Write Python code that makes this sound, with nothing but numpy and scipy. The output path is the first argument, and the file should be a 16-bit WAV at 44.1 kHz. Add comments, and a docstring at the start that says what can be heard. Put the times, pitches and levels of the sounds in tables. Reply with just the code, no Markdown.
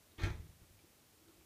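"""A longcase clock gives one low clunk, heard with the microphone close to the movement.
A part scrapes briefly and judders home: the brass rings, the wooden case booms and rocks to rest.
Loose metal ticks faintly and a soft rub of handling follows.
Quiet room rumble and microphone hiss lie under it all."""
import sys
import numpy as np
from scipy import signal
from scipy.fft import rfft, irfft
from scipy.io import wavfile

SR = 44100
rng = np.random.default_rng(int(sys.argv[2]) if len(sys.argv) > 2 else 0)


def generate_wav(sig):
    """Save sig (samples, or channels by samples) to the path in sys.argv[1] as 16-bit PCM at SR."""
    pcm = np.round(np.clip(np.atleast_2d(sig).T, -1, 1) * 32767).astype(np.int16)
    wavfile.write(sys.argv[1], SR, pcm)


N = 63945
T = np.arange(N) / SR


def undb(db):
    """Decibels to gain."""
    return 10 ** (np.asarray(db) / 20)


def unit(x):
    """Scale to rms 1."""
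    return x / np.sqrt(np.mean(x ** 2))


def fade(t60_s):
    """Exponential decay from time zero, down 60 dB at t60_s."""
    return np.exp(-np.log(1000) * T / t60_s)


def through(x, response):
    """Play x through an impulse response."""
    return signal.fftconvolve(x, response)[:N]


def colour(x, points):
    """Minimum-phase filter that follows (frequency_hz, gain_db) points."""
    hz, db = np.array(points, float).T
    bins_hz = np.maximum(np.fft.rfftfreq(2 * N, 1 / SR), 1)
    gain = undb(np.interp(np.log(bins_hz), np.log(hz), db))
    cepstrum = irfft(np.log(gain))
    cepstrum[1:N] *= 2  # folded onto positive time, so nothing rings ahead of a hit
    cepstrum[N + 1:] = 0
    return through(x, irfft(np.exp(rfft(cepstrum)))[:N])


def band(hz, width_hz):
    """Noise in one steep-sided resonance, rms 1."""
    b, a = signal.iirpeak(hz, hz / width_hz, fs=SR)
    return unit(signal.lfilter(b, a, signal.lfilter(b, a, rng.standard_normal(N))))


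def ring(modes):
    """Impulse response of a set of damped modes."""
    return sum(undb(db) * fade(t60) * np.sin(2 * np.pi * hz * T) for hz, db, t60 in modes)


def blows(rows):
    """One impulse for each (start_s, level_db) row."""
    impulses = np.zeros(N)
    for start_s, db in rows:
        impulses[int(start_s * SR)] += undb(db)
    return impulses


def lingering(force, t60_s):
    """Envelope of the diffuse ring that a force builds up and leaves behind."""
    decay = fade(t60_s) ** 2
    return np.sqrt(np.abs(through(force ** 2, decay / decay.sum())))


def room_tone():
    """Low room rumble wavers a little under even microphone hiss."""
    # spectrum of rumble and hiss: frequency_hz, gain_db
    spectrum = [(15, -84), (25, -20), (46, -6), (95, -1), (121, -6), (186, -10), (213, -7.5), (438, -11),
                (488, -12), (604, -12.5), (769, -15), (1390, -18), (1540, -19), (2130, -18), (15000, -21.5)]
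    waver_db, waver_per_s = 0.5, 19.7
    noise = unit(colour(rng.standard_normal(N), spectrum))
    rumble = signal.sosfiltfilt(signal.butter(2, 230, fs=SR, output="sos"), noise)
    waver = np.interp(T * waver_per_s, np.arange(N), rng.standard_normal(N))
    return undb(-66.5) * (noise + rumble * (undb(waver_db * waver) - 1))


def metal_ticks():
    """Loose metal parts settle, each with a faint, brief ring."""
    # ticks of small parts: start_s, pitch_hz, width_hz, level_db, t60_s
    ticks = [(0.117, 3700, 1240, -70, 0.087), (0.181, 3180, 1120, -58.5, 0.11),
             (0.196, 3580, 1200, -57, 0.3), (.792, 2350, 152, -69, 0.054),
             (1.284, 3900, 1190, -64.5, 0.019), (1.409, 2370, 201, -76, 0.14)]
    return sum(band(hz, width_hz) * through(blows([(start_s, db)]), fade(t60_s))
               for start_s, hz, width_hz, db, t60_s in ticks)


def wood_rubs():
    """Short swells of friction make the woodwork groan, with a little grit."""
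    # bell-shaped swells of rubbing: peak_s, spread_s, level_db
    rubs = [(0.134, 0.011, -70), (0.201, 0.01, -47), (0.274, 0.034, -47.5), (0.47, 0.0051, -65.5),
            (0.636, 0.0085, -67.5), (0.698, 0.004, -78), (0.85, 0.012, -68.5), (1.294, 0.02, -69.5),
            (1.36, 0.14, -74)]
    effort = sum(undb(db) * np.exp(-.5 * ((T - peak_s) / spread_s) ** 2) for peak_s, spread_s, db in rubs)
    groan = band(hz=332.3, width_hz=84.5)
    grit = undb(-10) * band(hz=1130, width_hz=1570)
    return effort * (groan + grit)


def brass_movement():
    """Tiny slips and a few harder contacts ring the brass and scatter inside the clock's hood."""
    # sharp contacts in the movement: start_s, relative_level_db
    contacts = [(.1948, -18), (.2207, -12), (.2342, -4), (.2392, -4.5), (.2535, -6), (.303, -12.5)]
    # tone of the clatter: frequency_hz, gain_db
    clatter_tone = [(150, 7), (300, -1), (600, 1.5), (850, -6), (980, -6.5), (1350, -1), (1900, 4.5),
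                    (2400, 4), (2850, -7.5), (3400, -0.5), (4100, -5), (5100, -10.5), (6100, -7),
                    (9000, -22), (11000, -19), (15000, -34)]
    # modes of the brass: pitch_hz, relative_level_db, t60_s
    brass_modes = [(860, -5.5, 0.31), (924, -8, 0.17), (1000, -15, 0.38), (1386, 0.5, .24),
                   (1639, -7.5, 0.22), (1730, -13, 0.16), (1848, 0, 0.24), (2192, 0.5, 0.13),
                   (2242, -5.5, 0.12), (2285, -9, 0.15), (2367, -20, 0.09), (2480, -5, 0.22),
                   (3134, -2.5, 0.096), (3980, -20, 0.34), (4165, -10, 0.09)]
    scrape_start_s, scrape_peak_s, rise_db_per_s, fall_db_per_s = .183, 0.2462, 250, 376
    slips_per_s, crack_decay_s = 1500, .003
    past_peak_s = T - scrape_peak_s
    pressure_db = np.minimum(rise_db_per_s * past_peak_s, -fall_db_per_s * past_peak_s)
    pressure = undb(pressure_db) * (T > scrape_start_s)  # the scrape swells and lets go
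    direction = np.sign(rng.standard_normal(N))
    slips = unit(direction * (rng.random(N) < slips_per_s / SR))
    crack = rng.standard_normal(N) * np.exp(-T / crack_decay_s)
    clicks = through(blows(contacts), crack / np.linalg.norm(crack))
    force = undb(-41) * pressure * slips + undb(-14) * clicks
    hood_scatter = undb(-2) * lingering(force, t60_s=0.35) * rng.standard_normal(N)
    dull_tail = undb(-11) * lingering(force, t60_s=0.46) * band(hz=620, width_hz=1020)
    clatter = colour(force + hood_scatter + dull_tail, clatter_tone)
    return clatter + undb(-37) * through(force, ring(brass_modes))


def wooden_case():
    """Soft knocks drive the wooden panels; the trunk booms on."""
    # knocks on the case: start_s, relative_level_db
    knocks = [(.184, -16), (.2135, -9.5), (.2345, 3.5), (.2552, 0), (.2758, -12.5), (.3045, -6.5),
              (.3465, -10.5), (.396, -13), (.428, -24), (.461, -53), (.492, -21.5), (.616, -22.5),
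              (.706, -28.5), (.745, -31), (1.384, -34)]
    # modes of the case: pitch_hz, relative_level_db, t60_s
    case_modes = [(45.8, -19.5, 0.24), (76.7, -4, 0.21), (98.1, -1, 0.15), (158.5, -8.5, 0.3),
                  (225, -11, 0.082), (310, -20.5, 0.23), (346.7, -15.5, 0.35), (426, -15, .25)]
    contact_s = 0.0032
    push = T / contact_s * np.exp(-4 * T / contact_s)
    force = through(blows(knocks), push / push.sum())
    panels = through(force, ring(case_modes))
    boom = unit(lingering(force, t60_s=0.78) * band(hz=88, width_hz=82))
    return undb(-30) * panels + undb(-59) * boom


def scene():
    """Clock and room at one close microphone."""
    return (wooden_case() + brass_movement() + wood_rubs() + metal_ticks() + room_tone())[None]


def record(dry):
    """The recorder drops the deepest bass and cuts the top."""
    low_cut_hz, top_cut_hz = 20, 15300
    low_cut = signal.butter(2, low_cut_hz, "high", fs=SR, output="sos")
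    top_cut = signal.ellip(12, .1, 70, top_cut_hz, fs=SR, output="sos")
    return signal.sosfilt(top_cut, signal.sosfilt(low_cut, dry))


dry = scene()
out = record(dry)
generate_wav(out)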